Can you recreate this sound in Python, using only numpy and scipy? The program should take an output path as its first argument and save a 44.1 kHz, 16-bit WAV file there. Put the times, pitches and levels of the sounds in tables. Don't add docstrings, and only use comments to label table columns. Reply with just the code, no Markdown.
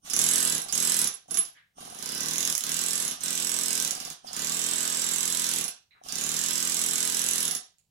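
import sys
import numpy as np
from scipy import signal
from scipy.fft import rfft, irfft
from scipy.io import wavfile
from scipy.ndimage import uniform_filter1d

SR = 44100
rng = np.random.default_rng(int(sys.argv[2]) if len(sys.argv) > 2 else 0)


def wrap_up_sound(samples):
    columns = np.atleast_2d(samples).T
    tamed = np.clip(columns, -1, 1)
    steps = np.round(tamed * 32767).astype(np.int16)
    wavfile.write(sys.argv[1], SR, steps)


N = 348390
TIME, FREQS = np.arange(N) / SR, np.fft.rfftfreq(N, 1 / SR)
FULL_RATE, IDLE_RATE, LOOSE_RATE = 42.5, 17, 28

# time_s, strokes_per_s
BURST_1 = [(0.099, 25.45), (0.19, 39.96), (0.358, 43.73), (0.498, 41.76), (0.549, 36.71), (0.617, 22.59)]
BURST_2 = [(0.685, 18.19), (0.752, 40.67), (0.801, 41.19), (0.92, 43.29), (0.991, 41.93), (1.073, 30.85)]
BURST_3 = [(1.805, 21.94), (1.851, 21.89), (1.899, 19.3), (2.09, 33.11), (2.232, 37.12), (2.381, 43.14),
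           (2.452, 42.95), (2.638, 32.29)]
BURST_4 = [(2.666, 37.54), (2.767, 41.95), (3.001, 43.53), (3.112, 28.9)]
BURST_5 = [(3.207, 28.59), (3.234, 42.51), (3.776, 42.44), (3.8, 43.06), (3.848, 39.46), (3.95, 19.18),
           (4.0, 20.91), (4.101, 18.92)]
BURST_6 = [(4.268, 7.97), (4.331, 23.81), (4.365, 35.19), (4.471, 40.18), (4.616, 42.6), (4.639, 42.24),
           (5.489, 42.47), (5.585, 41.47), (5.679, 21.97)]
BURST_7 = [(6.037, 17.5), (6.124, 28.97), (6.154, 34.65), (6.341, 40.33), (6.437, 42.56), (6.791, 42.26),
           (7.428, 42.57), (7.453, 40.16), (7.55, 20.93)]
BURSTS = [BURST_1, BURST_2, BURST_3, BURST_4, BURST_5, BURST_6, BURST_7]


def amp(db):
    return 10 ** (np.asarray(db) / 20)


def unit_rms(x):
    return x / np.sqrt(np.mean(x ** 2) + 1e-20)


def curve_at(points, hz):
    point_hz, value = np.transpose(points)
    return np.interp(np.log(hz + 1), np.log(point_hz), value)


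def rate_at(burst, t):
    return np.interp(t, *np.transpose(burst))


def equalise(x, eq):
    return irfft(rfft(x) * amp(curve_at(eq, FREQS)), N)


def noise(eq):
    return unit_rms(equalise(rng.standard_normal(N), eq))


def clicks(times, sizes):
    return np.bincount(np.clip(np.round(times * SR).astype(int), 0, N - 1), sizes, N)


def convolve(x, response):
    return signal.oaconvolve(x, response)[:N]


def add(mix, start_s, sound):
    part = mix[max(round(start_s * SR), 0):][:len(sound)]
    part += sound[:len(part)]


def strokes():
    rows = []
    for burst in BURSTS:
        t = np.arange(burst[0][0], burst[-1][0] + .01, 1 / SR)
        rate = rate_at(burst, t)
        turns = np.floor(np.cumsum(rate) / SR)
        hit = np.diff(turns, prepend=-1) > 0
        rows.append([t[hit], rate[hit]])
    times, rates = np.hstack(rows)
    return times + .0002 + .00012 * rng.standard_normal(len(times)), rates


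def performance(t, rates, open_db_per_s=904.5, shut_db_per_s=378.5, seat_db_per_s=229):
    # air_on_s, seated_s, eases_s, air_off_s,
    # air_db, thump_db, first_bite_db, last_bite_db, first_ring_db, last_ring_db, whistle_db, whistle_hz
    grips = [(0.052, 0.135, 0.55, 0.58, -38, -41.5, -34.5, -44.5, -30.5, -33.5, -23, 7760),
             (0.656, 0.726, 1.1, 1.068, -38.5, -43, -39.5, -41, -36.5, -29, -24.5, 8120),
             (1.3, 1.303, 1.36, 1.4, -42, -44.5, -46, -46, -34, -33, -36, 8300),
             (1.776, 1.8, 1.8, 2.07, -42.5, -48, -66, -49.5, -48, -42, -35, 7900),
             (1.956, 1.98, 2.9, 2.5, -40.5, -43.5, -49.5, -39.5, -42.5, -37, -32.5, 6340),
             (2.62, 2.62, 3.3, 3.143, -40, -45.5, -41.5, -45.5, -40, -35.5, -28.5, 7860),
             (3.199, 3.24, 3.8, 3.96, -41, -45, -43, -39.5, -42.5, -36, -28.5, 7930),
             (3.9, 3.93, 4.6, 4.11, -38, -45, -46, -48.5, -44, -47.5, -30.5, 8000),
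             (4.25, 4.347, 5.57, 5.65, -39.5, -45, -45, -41.5, -44.5, -36, -26.5, 7750),
             (6.049, 6.116, 8.5, 7.55, -39.5, -45, -43.5, -41, -43, -33, -28, 7750)]
    grips = np.array(grips)
    throttle_db = np.minimum((t - grips[:, :1]) * open_db_per_s, (grips[:, 3:4] - t) * shut_db_per_s)
    open_db = np.minimum(throttle_db.max(0), 0)
    (on_s, seated_s, eases_s, off_s, air_db, thump_db, first_bite_db, last_bite_db,
     first_ring_db, last_ring_db, whistle_db, whistle_hz) = grips[throttle_db.argmax(0)].T
    progress = np.clip((t - on_s) / (off_s - on_s), 0, 1)
    rates = np.maximum(rates, IDLE_RATE)

    def slow_loss(spin_up_db, easing_db):
        return np.log2(FULL_RATE / rates) * np.where(t < eases_s, spin_up_db, easing_db)

    seat_db = np.minimum(t - seated_s, 0) * seat_db_per_s
    boom_db = 3 * np.exp(-((rates - 37.1) / 2.96) ** 2)
    swell_db = 5.5 * (np.sin(np.pi * progress) - 1)
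    squeak_db = 5.5 * (t < seated_s)
    bite_db = first_bite_db + (last_bite_db - first_bite_db) * progress
    ring_db = first_ring_db + (last_ring_db - first_ring_db) * progress ** 1.3
    return dict(air_db=air_db + open_db - slow_loss(5.5, 5),
                thump_db=thump_db + open_db + seat_db + boom_db - slow_loss(5.5, 5.5),
                bite_db=bite_db + seat_db - slow_loss(1.5, 2.5),
                ring_db=ring_db + seat_db - slow_loss(1.5, 3),
                whistle_db=whistle_db + open_db + swell_db + squeak_db - slow_loss(10, 32.5),
                whistle_hz=np.maximum(whistle_hz * (rates / FULL_RATE) ** .75, 4960))


def yard_ambience(gain_db=-80):
    # freq_hz, level_db
    yard_eq = [(25, -3), (90, 3.5), (160, 6.5), (300, -11.5), (700, -11.5), (1600, -24.5), (4000, -15),
               (9000, -17), (16000, -18.5)]
    return amp(gain_db) * (noise(yard_eq) + .5 * np.array([noise(yard_eq), noise(yard_eq)]))


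def air_hiss(times, air_db, leak_limit_db=-50, puff_s=0.0084, gain_db=1):
    # freq_hz, level_db
    leak_eq = [(100, 8.5), (250, 16.5), (560, -5), (740, 15), (950, 1.5), (1250, 9), (2200, -25),
               (3100, 6.5), (4300, -15), (5800, 11), (7900, -10), (9000, 12.5), (11000, -12.5),
               (16000, -29)]
    # freq_hz, level_db
    exhaust_eq = [(30, -30), (100, -23), (220, -6.5), (500, -11), (900, -12), (1600, -4), (2200, -6),
                  (3000, -2), (3900, 0), (4800, -2.5), (6800, 1), (9500, -3), (12000, -4), (16000, -21.5)]
    t = np.arange(2048) / SR
    puff = t / puff_s * np.exp(1 - t / puff_s) ** 2
    pulsing = 1 + convolve(clicks(times, np.ones(len(times))), puff)
    flow, limit = amp(air_db), amp(leak_limit_db)
    leak_share = limit / np.hypot(flow, limit)
    leak = leak_share * noise(leak_eq)
    exhaust = (1 - leak_share) * pulsing * noise(exhaust_eq)
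    return amp(gain_db) * flow * (leak + exhaust)


def valve_putter(times, air_db, rates, pitch_hz=745, t60_s=0.03, open_db=-49, gain_db=-34, lead_s=.024):
    t = np.arange(3000) / SR
    envelope = amp(-60 * t / t60_s) * (1 - np.exp(-t / 0.00033))
    pop = envelope * np.sin(2 * np.pi * pitch_hz * t)
    late_s = 0.0027 * rng.random(len(times))
    sizes = amp(np.minimum(air_db - open_db, 0)) * np.minimum(22 / rates, 1) ** 3
    return amp(gain_db) * convolve(clicks(times - lead_s + late_s, sizes), pop)


def stone_crack(times, bite_db, crack_s=0.0011, crumble_s=0.0074, crumble_db=-13, knock_db=-11, gain_db=24):
    # freq_hz, level_db
    crack_eq = [(150, -41), (700, -9.5), (1800, -11), (3000, -2.5), (4600, -2), (5600, 6), (7000, 8),
                (9000, 1.5), (12000, -8), (13200, -3), (16000, -10.5)]
    t = np.arange(2048) / SR
    blows = clicks(times, amp(bite_db))
    crack = np.sqrt(t / crack_s) * np.exp(.5 - t / crack_s)
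    crumble = amp(crumble_db) * np.exp(-t / crumble_s)
    fracture = convolve(blows, crack + crumble) * rng.standard_normal(N)
    knock = convolve(blows, crack * rng.standard_normal(len(t)))
    return amp(gain_db) * equalise(fracture + amp(knock_db) * knock, crack_eq)


def steel_ring(times, ring_db, looseness, pressed_hz=10900, free_hz=10810,
               pressed_s=0.00079, free_s=0.012, rebound_gain=0.028, gain_db=-3):
    out, t = np.zeros(N), np.arange(6000) / SR
    attack = 1 - np.exp(-t / 0.00045)
    for start_s, level_db, loose in zip(times, ring_db, looseness):
        detune, phase = rng.standard_normal(2)
        pitch_hz = free_hz + (1 - loose) * (pressed_hz - free_hz + 70 * detune)
        decay_s = pressed_s * (free_s / pressed_s) ** loose
        struck = np.exp(-t / decay_s) * np.sin(2 * np.pi * (pitch_hz * t + phase))
        rebound = rebound_gain * np.exp(-t / free_s) * np.sin(2 * np.pi * (free_hz * t + phase))
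        add(out, start_s, amp(level_db + gain_db) * unit_rms((struck + rebound) * attack))
    return out


def piston_thump(times, thump_db, rates, return_gain=0.096, lag_s=.001, gain_db=28):
    # pitch_hz, level_db, t60_s
    body_modes = [(39.3, -28.5, 0.31), (159.3, 1, 0.15), (215.2, -2.5, 0.076), (249, -0.5, 0.074),
                  (314, -4, 0.15), (337.2, -4.5, 0.15), (417, -6.5, 0.053), (468.2, -8, 0.07),
                  (550, -12, 0.072), (643, -6.5, 0.15), (1014, -10, 0.018), (1562, -6.5, 0.053),
                  (1981, -14, 0.045)]
    t = np.arange(8000) / SR
    sizes = amp(thump_db + .5 * rng.standard_normal(len(times)))
    sizes *= (42 / np.maximum(rates, 25)) ** 0.33
    puffs = clicks(times + lag_s, sizes) + clicks(times + lag_s + .5 / rates, return_gain * sizes)
    body = sum((-1) ** k * amp(db - 60 * t / t60_s) / t60_s * np.sin(2 * np.pi * hz * t)
               for k, (hz, db, t60_s) in enumerate(body_modes))
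    return amp(gain_db) * convolve(puffs, body / np.linalg.norm(body))


def port_whistle(times, whistle_db, whistle_hz, rates,
                 peak_s=.004, sag_hz=550, detune_hz=130, flutter_hz=230, gain_db=-6):
    out, t = np.zeros(N), np.arange(1800) / SR
    for start_s, level_db, rate, centre_hz in zip(times, whistle_db, rates, whistle_hz):
        late, detune, accent = rng.standard_normal(3)
        rise_s = peak_s * np.exp(0.2 * late) * (42 / max(rate, 26)) ** 1.3
        opening = t / rise_s
        flow = (opening * np.exp(1 - opening)) ** 3
        flutter = unit_rms(uniform_filter1d(rng.standard_normal(len(t)), 30))
        sag = np.minimum(opening, 4) - 1.3
        pitch_hz = centre_hz + detune_hz * detune - sag_hz * sag + flutter_hz * flutter
        chirp = unit_rms(flow * np.sin(2 * np.pi * np.cumsum(pitch_hz) / SR))
        add(out, start_s, amp(level_db + gain_db + 1.1 * accent) * chirp)
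    return out


def handling():
    # start_s, level_db, centre_hz, width_hz, rise_s, decay_s
    scuffs = [(1.538, -58, 1800, 694, 0.028, 0.026), (1.55, -63.5, 3240, 1800, 0.016, 0.021),
              (5.908, -48.5, 3880, 140, 0.0022, 0.003), (5.907, -60, 2160, 600, 0.0024, 0.022),
              (5.943, -63.5, 1367, 1430, 0.0098, .03), (7.784, -52.5, 7120, 7940, 0.00068, 0.00054)]
    out, t, hz = np.zeros(N), np.arange(16384) / SR, np.fft.rfftfreq(16384, 1 / SR)
    for start_s, level_db, centre_hz, width_hz, rise_s, decay_s in scuffs:
        band = 1 / (1 + (2 * (hz - centre_hz) / width_hz) ** 2)
        scuff = unit_rms(irfft(rfft(rng.standard_normal(len(t))) * band))
        envelope = np.minimum(t / rise_s, 1) * np.exp(-np.maximum(t - rise_s, 0) / decay_s)
        add(out, start_s, amp(level_db) * scuff * envelope)
    return out


def shelter_reverb(send, return_eq, predelay_s=.003, sway_hz=.9):
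    # freq_hz, t60_s
    decay_times = [(150, 0.34), (1000, 0.3), (4000, 0.34), (8000, 0.25), (15000, 0.13)]
    out, length = np.zeros(N), SR // 2
    for k in range(3):
        taps = rng.standard_normal(length) * (rng.random(length) < .1)
        taps *= np.arange(length) > predelay_s * SR
        hz, t, spectrum = signal.stft(taps, SR, nperseg=256)
        fade = amp(-60 * t / curve_at(decay_times, hz)[:, None])
        tail = signal.istft(spectrum * fade, SR, nperseg=256)[1]
        crossfade = np.sqrt(2 / 3) * np.cos(2 * np.pi * (sway_hz * TIME + k / 3))
        out += convolve(send * crossfade, tail / np.linalg.norm(tail))
    return equalise(out, return_eq)


def microphone_pair(direct, send, left_lag_samples=22):
    # freq_hz, gain_db
    shade_eq = [(200, 0.5), (1200, 0), (2200, -21.5), (4000, -17.5), (8000, -22.5), (11000, -35),
                (15000, -13.5)]
    # freq_hz, gain_db
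    left_reverb_eq = [(150, -24), (500, -4), (1200, 5), (4000, -1.5), (8000, -7.5), (11000, 1),
                      (15000, 2.5)]
    right_reverb_eq = [(150, -28), (500, 1.5), (1200, -0.5), (4000, 4), (8000, 0.5), (15000, 2)]
    delayed = np.r_[np.zeros(left_lag_samples), direct[:-left_lag_samples]]
    left = equalise(delayed, shade_eq) + shelter_reverb(send, left_reverb_eq)
    right = direct + shelter_reverb(send, right_reverb_eq)
    return np.array([left, right])


def scene(blow_send_db=-6, whistle_send_db=-3, valve_send_db=-11, air_direct_db=-4):
    # start_s, bite_db, ring_db
    loose_blows = [(1.106, -71.5, -46), (1.139, -59, -41.5), (1.281, -75.5, -73), (1.309, -53.5, -34.5),
                   (1.343, -42, -34.5), (1.372, -39, -30.5), (1.385, -71.5, -23.5), (1.452, -55, -42)]
    loose_times, loose_bite_db, loose_ring_db = np.transpose(loose_blows)
    cut_times, cut_rates = strokes()
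    cutting = performance(cut_times, cut_rates)
    force_db = 0.65 * rng.standard_normal(len(cut_times))
    cut_looseness = np.clip((41 - cut_rates) / 16, 0, 1)

    times = np.r_[cut_times, loose_times]
    rates = np.r_[cut_rates, np.full(len(loose_times), LOOSE_RATE)]
    bite_db = np.r_[cutting["bite_db"] + force_db, loose_bite_db]
    ring_db = np.r_[cutting["ring_db"] + force_db, loose_ring_db]
    looseness = np.r_[cut_looseness, np.ones(len(loose_times))]
    tool = performance(times, rates)
    airflow_db = performance(TIME, rate_at(np.vstack(BURSTS), TIME))["air_db"]

    blows = stone_crack(times, bite_db) + steel_ring(times, ring_db, looseness)
    body = piston_thump(times, tool["thump_db"], rates) + handling()
    putter = valve_putter(times, tool["air_db"], rates)
    chirps = port_whistle(times, tool["whistle_db"], tool["whistle_hz"], rates)
    hiss = air_hiss(times, airflow_db)
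    direct = blows + body + putter + chirps + amp(air_direct_db) * hiss
    send = (amp(blow_send_db) * blows + body + amp(valve_send_db) * putter
            + amp(whistle_send_db) * chirps + hiss)
    return microphone_pair(direct, send) + yard_ambience()


def record(dry, cutoff_hz=16000):
    lowpass = signal.firwin(511, cutoff_hz, window=("kaiser", 9), fs=SR)
    return signal.oaconvolve(dry, lowpass[None], "same")


dry = scene()
out = record(dry)
wrap_up_sound(out)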